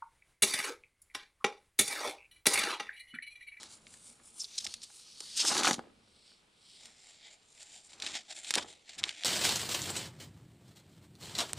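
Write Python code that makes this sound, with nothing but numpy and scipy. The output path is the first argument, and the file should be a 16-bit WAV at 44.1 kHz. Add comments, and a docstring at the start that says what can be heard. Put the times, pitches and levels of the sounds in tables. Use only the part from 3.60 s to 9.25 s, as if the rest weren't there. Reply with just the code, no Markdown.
"""Glossy paper slides under fingers close to the microphone: a brochure opens in a small, quiet room.
Filtered noise and clustered friction clicks make the hiss of each stroke and the brief edge scuffs.
Damped clicks with noisy tails make the crease snaps and the dull pops of the buckling page.
Low filtered noise adds the bending sheet and the shifting hands; sparse echoes and room tone lie behind."""
import sys
import numpy as np
from scipy import signal
from scipy.fft import rfft, irfft
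from scipy.io import wavfile
from scipy.ndimage import uniform_filter1d

SR = 44100
rng = np.random.default_rng(int(sys.argv[2]) if len(sys.argv) > 2 else 0)


def generate_wav(signal):
    """Clip the signal to [-1, 1] and save it as 16-bit WAV at the path in sys.argv[1]."""
    frames = np.transpose(np.atleast_2d(signal))
    scaled = np.clip(frames, -1, 1) * 32767
    pcm = np.round(scaled).astype(np.int16)
    wavfile.write(sys.argv[1], SR, pcm)


N = 249027


# strokes of sliding paper: (contact, time of peak [s], length [s], relative level [dB], treble lift [dB])
STROKES = [("cover", 0.021, 0.17, -50, -15), ("cover", .13, 0.083, -52, -6),
           ("cover", 0.337, 0.14, -55.5, -4), ("cover", 0.475, 0.12, -52.5, 2.7),
           ("cover", 0.675, 0.088, -55.5, 3.2), ("cover", 0.788, 0.081, -51.5, 5),
           ("lift", 0.819, 0.075, -47, 5.4), ("lift", 1.0, .21, -45.5, -7), ("lift", 1.116, 0.092, -49, -7),
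           ("lift", 1.245, .05, -52.5, -5), ("lift", 1.37, 0.17, -53, 3),
           ("lift", 1.513, 0.31, -53.5, -8.5), ("lift", 1.655, 0.14, -48, -2.5),
           ("lift", 1.74, .14, -44, -7.5), ("sweep", 1.778, .022, -29, 8), ("sweep", 1.809, .05, -26, -1.5),
           ("sweep", 1.883, .06, -27, 5), ("turn", 1.923, .045, -33.5, 2), ("turn", 1.98, 0.1, -30.5, 3.4),
           ("turn", 2.052, .025, -26, -1), ("turn", 2.092, 0.062, -29.5, 8),
           ("turn", 2.135, 0.044, -38.5, 4), ("glide", 2.17, .12, -61, -1),
           ("glide", 2.54, 0.19, -66.5, -1), ("glide", 2.686, 0.19, -61.5, 0),
           ("glide", 3.129, .2, -55, 0.85), ("grip", 3.255, .14, -54.5, 4.3),
           ("grip", 3.475, 0.24, -56.5, 6.7), ("grip", 3.67, .1, -51, -2.5),
           ("grip", 3.73, 0.058, -56.5, 6.3), ("grip", 3.91, 0.13, -65.5, 22), ("grip", 4.02, .11, -52, 9),
           ("grip", 4.14, 0.13, -50.5, 9.4), ("grip", 4.26, .05, -58.5, 20),
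           ("grip", 4.33, 0.092, -55.5, 6.7), ("grip", 4.48, 0.11, -41, 1.4),
           ("grip", 4.562, .065, -38, -0.54), ("grip", 4.65, .1, -63, 4), ("grip", 4.715, .04, -41.5, 1.7),
           ("grip", 4.78, 0.065, -45.5, 7.8), ("grip", 4.885, 0.099, -41.5, 6),
           ("grip", 4.985, 0.057, -38.5, 0), ("grip", 5.1, 0.12, -53, 4.1), ("grip", 5.3, 0.043, -49.5, -1),
           ("grip", 5.345, 0.07, -53.5, 5), ("grip", 5.398, 0.024, -42, -1),
           ("grip", 5.485, 0.09, -41.5, -2), ("grip", 5.61, 0.2, -49, 1)]


def stroke(contact, hiss, per_s, smooth, clump_db, band_hz, band_width_hz, band_db, creep_db):
    """Paper slides, and creeps on between strokes: slips clump, one band is shaped, the treble varies."""
    rows = [row[1:] for row in STROKES if row[0] == contact]
    t = np.arange(N) / SR
    between = 1. * (t > rows[0][0]) * (t < rows[-1][0])
    creep = gain_of(creep_db) ** 2 * abs(uniform_filter1d(between, size=SR // 20))
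    swells = [swell(s, length, db) for s, length, db, _ in rows]
    power = sum(swells) + creep + 1e-20
    bright_db = sum(part * row[3] for part, row in zip(swells, rows)) / power

    friction = slips(N, per_s, 2.8, smooth) * gain_of(clump_db * wander(N, 0.0044))
    spectrum = read(hiss, bins()) + bumps([(band_hz, band_width_hz, band_db)])
    rub = evened(colour(friction, spectrum))
    highpass = signal.butter(3, 6500, "high", fs=SR, output="sos")
    treble = signal.sosfiltfilt(highpass, rub)
    lift = gain_of(bright_db)
    treble_share = np.mean(treble ** 2)
    # the treble lift changes the tone, while the power is held to the stroke
    level = np.sqrt(power / (1 + treble_share * (lift ** 2 - 1)))
    return (rub + (lift - 1) * treble) * level


# hiss of each contact: (frequency [Hz], relative level [dB per Hz])
COVER_HISS = [(530, -47), (900, -12.5), (1920, -23.5), (2260, -8.5), (2470, -15.5), (4000, -6.5),
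              (6340, -8), (7530, 0.5), (8640, -6.5), (9470, 1.5), (10500, -20), (12100, -20), (14000, -63)]
LIFT_HISS = [(880, -49), (1500, -28), (1930, -22), (2810, -13), (3890, -7), (4290, -3.5), (4680, -5),
             (9630, -10), (10500, -21.5), (11900, -22.5), (15000, -43)]
SWEEP_HISS = [(880, -36.5), (1500, -21), (2670, -11), (3670, -3.5), (5050, -3.5), (7870, -6), (9600, -11),
              (10500, -24), (12000, -26), (13200, -53), (15500, -56.5)]
TURN_HISS = [(1180, -30), (2000, -10.5), (2450, -11.5), (2830, -1.5), (3860, 3.5), (6680, 3), (9600, -8),
             (10500, -16), (12000, -18.5), (13200, -38), (15500, -37.5)]
GLIDE_HISS = [(1060, -57.5), (1800, -17), (2290, -5), (2510, -10), (3190, -0.5), (4330, 3.5), (5450, 0),
              (6540, -15), (7980, -2), (9570, -16), (10300, -23.5), (13000, -34)]
GRIP_HISS = [(120, -32.5), (310, -7), (460, -22), (620, -2), (820, -3.5), (1100, -19.5), (1400, -11.5),
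             (2160, 0.5), (2800, -3), (3670, 2.5), (6100, -5.5), (9300, -11), (10400, -32), (11900, -29.5),
             (13500, -56)]


def sliding():
    """Fingers on the glassy cover; it lifts, sweeps and turns; a soft glide; a rougher grip on the pages."""
    cover = stroke("cover", COVER_HISS, per_s=2800, smooth=0.86, clump_db=1.6,
                   band_hz=9500, band_width_hz=410, band_db=3.5, creep_db=-68)
    lift = stroke("lift", LIFT_HISS, per_s=3400, smooth=0.87, clump_db=1.0,
                  band_hz=9330, band_width_hz=400, band_db=6.5, creep_db=-65)
    sweep = stroke("sweep", SWEEP_HISS, per_s=2400, smooth=0.62, clump_db=0.3,
                   band_hz=5160, band_width_hz=800, band_db=5.5, creep_db=-43.5)
    turn = stroke("turn", TURN_HISS, per_s=990, smooth=0.49, clump_db=2.0,
                  band_hz=7660, band_width_hz=1200, band_db=-3.5, creep_db=-46.5)
    glide = stroke("glide", GLIDE_HISS, per_s=3600, smooth=0.59, clump_db=1.5,
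                   band_hz=9180, band_width_hz=504, band_db=6.5, creep_db=-84.5)
    grip = stroke("grip", GRIP_HISS, per_s=1500, smooth=0.51, clump_db=2.0,
                  band_hz=7315, band_width_hz=460, band_db=10.5, creep_db=-69)
    return cover + lift + sweep + turn + glide + grip


def drifting(x, depth_db):
    """As the sheet changes its curve, the bands that it radiates best shift."""
    z = signal.stft(x, SR, nperseg=512)[2]
    field = rng.standard_normal(z.shape)
    for _ in range(2):
        field = uniform_filter1d(field, size=5, axis=0)   # over frequency
        field = uniform_filter1d(field, size=16, axis=1)  # over time
    return signal.istft(z * gain_of(depth_db * evened(field)), SR, nperseg=512)[1][:N]


# creases that snap: (time [s], relative level [dB], centre [Hz], width [octaves],
# rattle energy against the click [dB])
SNAPS = [(0.0319, -27, 4140, 2.5, -7), (0.039, -32, 4640, 0.68, -20), (0.2687, -37.5, 2720, 0.35, -3),
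         (0.3405, -34.5, 3390, 1.4, -5), (0.8439, -27, 4370, 0.089, -12), (1.0659, -28, 3540, 0.44, 8),
         (1.0717, -22.5, 4300, 0.61, -17), (1.14, -20, 4900, 0.5, 0), (1.218, -37.5, 4800, 0.26, 5),
         (1.6051, -23, 5160, 0.37, 2), (1.783, -19, 5540, 0.32, -5), (1.8508, -15.5, 2230, 2.7, -9),
         (2.0342, -11.5, 2280, 1, -4), (2.1321, -15, 5300, 0.25, -11), (2.142, -19, 3640, 0.76, -2.5),
         (3.2558, -39.5, 4500, 0.48, 11.5), (4.0292, -31.5, 6800, 0.2, -5.5),
         (4.3324, -37.5, 3040, 0.35, -13), (4.4009, -28, 3660, 0.45, -1), (4.4221, -22, 3600, 0.45, 2.5),
         (4.4647, -20, 3100, 0.3, -7), (4.8466, -28, 3900, 0.48, 1), (4.9074, -10.5, 3220, 1.1, -1),
         (4.9397, -10, 3030, 0.87, -2.5), (4.955, -6, 4800, 0.61, -16.5), (5.2935, -34, 3340, 0.52, -1),
         (5.4328, -25.5, 2930, 0.34, -3), (5.4392, -8.5, 3180, 0.32, -8.5), (5.4927, -18.5, 3150, 0.35, -5),
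         (5.636, -19, 3100, 0.39, -10)]


def snaps(rattle_s=0.0033, onset_s=0.00027):
    """A crease flips in an instant; bending waves rattle on in the sheet for a few milliseconds."""
    out, t = np.zeros(N), np.arange(SR // 25) / SR
    for s, db, hz, octaves, rattle_db in SNAPS:
        click = ring(patch(hz, octaves, skirt=2.9))
        rattle = rng.standard_normal(len(t)) * np.exp(-t / rattle_s) * (1 - np.exp(-t / onset_s))
        drive = gain_of(rattle_db) * rattle / np.linalg.norm(rattle)
        drive[0] = 1
        add(out, s, gain_of(db) * signal.fftconvolve(drive, click) / abs(click).max())
    return out


# bulges that buckle or flap: (time [s], relative level [dB], centre [Hz], width [octaves])
POPS = [(0.599, -52, 1290, 0.23), (1.056, -44.5, 800, 0.44), (1.071, -47, 248, 0.55),
        (1.3023, -47, 940, 0.58), (1.606, -40.5, 446, 0.53), (1.8502, -27.5, 940, 0.34),
        (1.9174, -17, 550, 1.1), (1.9678, -14, 990, 1.3), (2.0469, -13.5, 1060, 0.45),
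        (2.056, -13, 1400, 0.59), (2.0712, -10.5, 1020, 0.59), (2.0766, -8, 870, 0.96),
        (2.1107, -9.5, 400, 0.93), (2.1323, -29.5, 300, 0.42), (2.183, -35.5, 245, 0.47),
        (2.191, -33, 1150, 0.25), (2.1932, -32.5, 450, 0.53), (2.27, -49.5, 380, 0.31),
        (2.7174, -49, 986, 0.52), (4.963, -27.5, 507, 0.48), (4.975, -21, 546, 0.58),
        (4.9847, -22.5, 640, 0.55), (4.992, -33, 347, 0.57), (5.045, -44, 394, 0.36),
        (5.062, -47, 382, 0.52)]


def pops(skirt=2.91, flutter_s=0.0028, flutter_db=3.5):
    """A wide bulge of the page turns inside out and pushes the air; the page flutters after it."""
    out, t = np.zeros(N), np.arange(SR // 20) / SR
    for s, db, hz, octaves in POPS:
        push = ring(patch(hz, octaves, skirt))
        flutter = rng.standard_normal(len(t)) * np.exp(-t / flutter_s)
        drive = gain_of(flutter_db) * flutter / np.linalg.norm(flutter)
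        drive[0] = -1
        add(out, s, gain_of(db) * signal.fftconvolve(drive, push) / abs(push).max())
    return out


# an edge slips briefly over a finger or a page:
# (middle [s], length before stretching [s], relative level [dB], centre [Hz], width [octaves])
SCUFFS = [(0.805, 0.018, -37, 5900, 0.16), (0.819, 0.015, -37.5, 5270, 0.095),
          (0.849, 0.014, -43, 4670, 0.2), (0.985, 0.012, -29, 5040, 0.26), (1.007, 0.013, -42.5, 4640, 0.4),
          (1.049, 0.011, -34, 5400, 0.41), (1.238, 0.019, -43.5, 5500, 0.48), (4.428, 0.01, -39, 3990, 0.4),
          (4.469, 0.016, -38.5, 3730, 0.51), (4.953, 0.021, -32.5, 3760, 0.47),
          (4.982, 0.013, -28, 1370, 0.95), (5.029, 0.014, -43, 3320, 0.54), (5.391, 0.017, -40, 3950, 0.62)]


def scuffs(stretch=1.5):
    """A quick run of slips swells and fades in one patch of paper."""
    out = np.zeros(N)
    for s, length, db, hz, octaves in SCUFFS:
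        run = slips(SR // 10, per_s=3000, spread_db=3., smooth=.4)
        run = colour(run, patch(hz, octaves, skirt=3.4))[:int(stretch * length * SR)]
        fade = np.sin(np.linspace(0, np.pi, len(run))) ** 1.5
        add(out, s - stretch * length / 2, gain_of(db) * evened(run) * fade)
    return out


# colour shared by snaps, pops and scuffs: (frequency [Hz], relative level [dB])
PAPER = [(30, -23.5), (150, 5), (400, 2), (5000, 6.5), (6300, 4.5), (7400, 6), (9500, 7), (10400, -5.5),
         (12000, -3), (13200, -22), (16000, -29.5)]


def patch(hz, octaves, skirt):
    """Spectrum in dB of a small patch of paper: one broad, heavily damped resonance."""
    away = np.log2((bins() + 1) / hz) / octaves
    return read(PAPER, bins()) - skirt * 10 * np.log10(1 + away ** 2 / (2 * skirt))


# first reflections, off the facing page, the hands and the body: (delay [ms], gain [dB])
NEAR = [(0.54, -13), (1.3, -28), (2.3, -21), (3.7, -19.5), (5.6, -21)]


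def nearby(x):
    """Close surfaces comb the sound into bands."""
    taps = np.zeros(SR // 100)
    taps[0] = 1
    for ms, db in NEAR:
        taps[round(ms / 1000 * SR)] += gain_of(db)
    return signal.oaconvolve(x, taps / np.linalg.norm(taps))[:N]


# hollow sound of the bending sheet: (frequency [Hz], relative level [dB per Hz])
SHEET = [(40, -31), (100, -20.5), (170, -7), (330, 3), (520, -3), (800, -2), (1250, 1), (1650, -4.5),
         (1950, -5.5), (3000, -12.5), (6000, -47), (12000, -82)]
# bends of the whole sheet: (time of peak [s], length [s], relative level [dB])
BENDS = [(.01, 0.19, -60), (1.076, .12, -64), (1.63, .08, -65), (1.85, .08, -41), (1.92, 0.05, -32),
         (1.988, 0.092, -31), (2.08, 0.069, -28.5), (2.222, 0.19, -62), (3.27, .08, -68), (4.465, .18, -53),
         (4.969, 0.049, -40.5), (5.025, .13, -55), (5.44, .1, -51)]
# the held sheet never lies quite still, but it calms down
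UNREST_DB, CALMING_DB_PER_S = -70, 2.5


def flexing():
    """Many small buckles drum on the bending sheet."""
    unrest = gain_of(UNREST_DB - CALMING_DB_PER_S * np.arange(N) / SR)
    buckles = slips(N, per_s=700, spread_db=0.5, smooth=0.23) * gain_of(2.7 * wander(N, 0.0058))
    level = np.sqrt(unrest ** 2 + sum(swell(*row) for row in BENDS))
    return evened(colour(buckles, read(SHEET, bins()))) * level


# narrow peaks that give the bending and popping an uneven, hollow tone:
# (frequency [Hz], width [Hz], relative lift [dB])
TONE_PEAKS = [(199, 9.5, 1), (239, 14, 5), (333, 43, 3), (407, 50, 1), (783.6, 20, 8.5), (842, 28, 6),
              (1000, 18, 4.5), (1194, 9.8, 0.5), (1256, 16, 4.5), (1470, 28, 5.5), (1670, 19, 8)]


def uneven_tone(x):
    """Narrow peaks make the low paper sounds uneven and hollow."""
    return colour(x, bumps(TONE_PEAKS))


# soft rumble of skin on paper: (frequency [Hz], relative level [dB per Hz])
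SKIN = [(20, -10.5), (50, -7), (90, -0.5), (150, -4.5), (230, 1.5), (320, -16), (600, -10.5), (1500, -41),
        (5000, -65)]
# the hands shift against the brochure: (time of peak [s], length [s], level [dB])
SHIFTS = [(.3, 1.0, -67), (1.093, 0.29, -66), (2.147, 0.95, -66), (3.273, 0.34, -74), (4.472, .35, -71),
          (5.003, 0.15, -58.5), (5.43, .13, -60)]


def handling():
    """Skin drags dully on the paper as the hands move."""
    drag = rng.standard_normal(N) * gain_of(2 * wander(N, 0.027))
    return evened(colour(drag, read(SKIN, bins()))) * np.sqrt(sum(swell(*row) for row in SHIFTS))


# every movement: share of its length spent rising, bluntness of its top, dB lost at its two ends
RISE_SHARE, BLUNT, ENDS_DB = 0.51, 1.46, 9


def swell(s, length, db):
    """Power over time of one movement that gathers speed until s and then stops."""
    power = np.zeros(N)
    at = np.arange(max(int((s - 2 * length) * SR), 0), min(int((s + 2 * length) * SR), N))
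    away = (at / SR - s) / length
    from_peak = np.maximum(-away / RISE_SHARE, away / (1 - RISE_SHARE))
    power[at] = gain_of(db - ENDS_DB * from_peak ** BLUNT) ** 2
    return power


def slips(count, per_s, spread_db, smooth):
    """Stick-slip friction: tiny slips of uneven size over a smooth share of noise."""
    size = gain_of(spread_db * np.minimum(rng.exponential(1, count), 3))
    clicks = size * rng.choice([-1, 1], count) * (rng.random(count) < per_s / SR)
    return np.sqrt(1 - smooth) * evened(clicks) + np.sqrt(smooth) * rng.standard_normal(count)


# stereo width of near sound at the two ports: (frequency [Hz], side minus mid [dB])
WIDTH = [(60, -31.5), (700, -17.5), (3000, -25), (6000, -50), (8800, -14.5), (10500, -11), (14000, -20.5)]


def ports(x):
    """Two close microphone ports hear the same sound with a slight phase difference."""
    hz = np.fft.rfftfreq(N, 1 / SR)
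    side = irfft(1j * rfft(x) * gain_of(read(WIDTH, hz)), N)
    return np.array([x + side, x - side])


# reverberation: (frequency [Hz], time to fall by 60 dB [s])
ROOM = [(120, 0.21), (400, 0.77), (1000, 0.17), (3000, 0.18), (8000, 0.22), (14000, 0.36)]


def room(x, wet_db):
    """Sparse reflections of random sign die away at a rate that depends on frequency."""
    taps = rng.choice([-1., 1.], (2, SR // 2)) * (rng.random((2, SR // 2)) < 3000 / SR)
    taps[:, :SR // 250] = 0  # no reflection in the first 4 ms
    hz, t, z = signal.stft(taps, SR, nperseg=256)
    decay = gain_of(-60 * t / read(ROOM, hz)[:, None])
    tail = signal.istft(z * decay, SR, nperseg=256)[1]
    tail = around(*tail / np.linalg.norm(tail[0]))
    return gain_of(wet_db) * signal.fftconvolve(x[None], tail, axes=1)[:, :N]


# room tone: (frequency [Hz], relative level [dB per Hz])
AIR = [(20, -2), (235, -2), (300, -6.5), (460, -1.5), (600, -9.5), (1270, -10.5), (1800, -14), (2300, -6.5),
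       (4000, -7.5), (6200, -15.5), (9400, -14), (15000, -43.5)]
AIR_DB = -71


def air():
    """The faint, steady tone of the room."""
    hz = np.fft.rfftfreq(N, 1 / SR)
    tone = irfft(rfft(rng.standard_normal((2, N))) * gain_of(read(AIR, hz)), N)
    return gain_of(AIR_DB) * around(*evened(tone))


# stereo width of sound from all around: (frequency [Hz], gain of the side signal [dB])
DIFFUSE = [(60, -14.5), (200, -8.5), (700, 0), (1300, 3.5), (2400, -2.5), (4400, -9.5), (15000, -15)]


def around(mid, side):
    """Left and right for sound that arrives from all directions."""
    hz = np.fft.rfftfreq(len(mid), 1 / SR)
    side = irfft(rfft(side) * gain_of(read(DIFFUSE, hz)), len(mid))
    return np.array([mid + side, mid - side])


def gain_of(db):
    """Decibels to amplitude."""
    return 10 ** (np.asarray(db) / 20)


def evened(x):
    """Scales to an rms of 1."""
    return x / np.sqrt(np.mean(x ** 2) + 1e-20)


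def wander(count, seconds):
    """Smooth random curve of rms 1: noise averaged twice over the given time."""
    size = max(int(seconds * SR), 1)
    return evened(uniform_filter1d(uniform_filter1d(rng.standard_normal(count), size), size))


def add(mix, s, sound):
    """Adds a sound to the mix at time s."""
    part = mix[max(round(s * SR), 0):][:len(sound)]
    part += sound[:len(part)]


def bins(size=2048):
    """Frequencies of a short spectrum."""
    return np.fft.rfftfreq(size, 1 / SR)


def read(points, hz):
    """Reads a spectrum on a logarithmic frequency axis."""
    f, value = np.transpose(points)
    return np.interp(np.log(hz + 1), np.log(f + 1), value)


def bumps(peaks):
    """Spectrum in dB of a few peaks or dips (frequency [Hz], width [Hz], lift [dB])."""
    return sum(db / (1 + (2 * (bins() - hz) / width) ** 2) for hz, width, db in peaks)


def ring(db):
    """The causal impulse response, of energy 1, that has the spectrum db."""
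    # folding the cepstrum forward in time gives minimum phase
    cepstrum = irfft(np.log(gain_of(np.maximum(db, db.max() - 100))))
    half = len(cepstrum) // 2
    cepstrum[1:half] *= 2
    cepstrum[half + 1:] = 0
    response = irfft(np.exp(rfft(cepstrum)))[:half]
    return response / np.linalg.norm(response)


def colour(x, db):
    """Filters x by the spectrum db, keeping its length."""
    return signal.oaconvolve(x, ring(db))[:len(x)]


def scene():
    """Crisp and hollow paper sounds, close by, with a little of the room."""
    hiss = drifting(sliding(), depth_db=1.8)
    crisp = gain_of(-1.12) * hiss + nearby(snaps() + scuffs())
    hollow = gain_of(-2.5) * uneven_tone(flexing() + pops())
    close = ports(crisp + hollow + handling())
    return close + room(crisp, wet_db=-25.5) + room(hollow, wet_db=-18.0) + air()


def record(dry):
    """A steep, linear-phase low-pass limits the band to 16 kHz."""
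    lowpass = signal.firwin(511, 16000, window=("kaiser", 9), fs=SR)
    return signal.oaconvolve(dry, lowpass[None], "same")


dry = scene()
out = record(dry)
generate_wav(out)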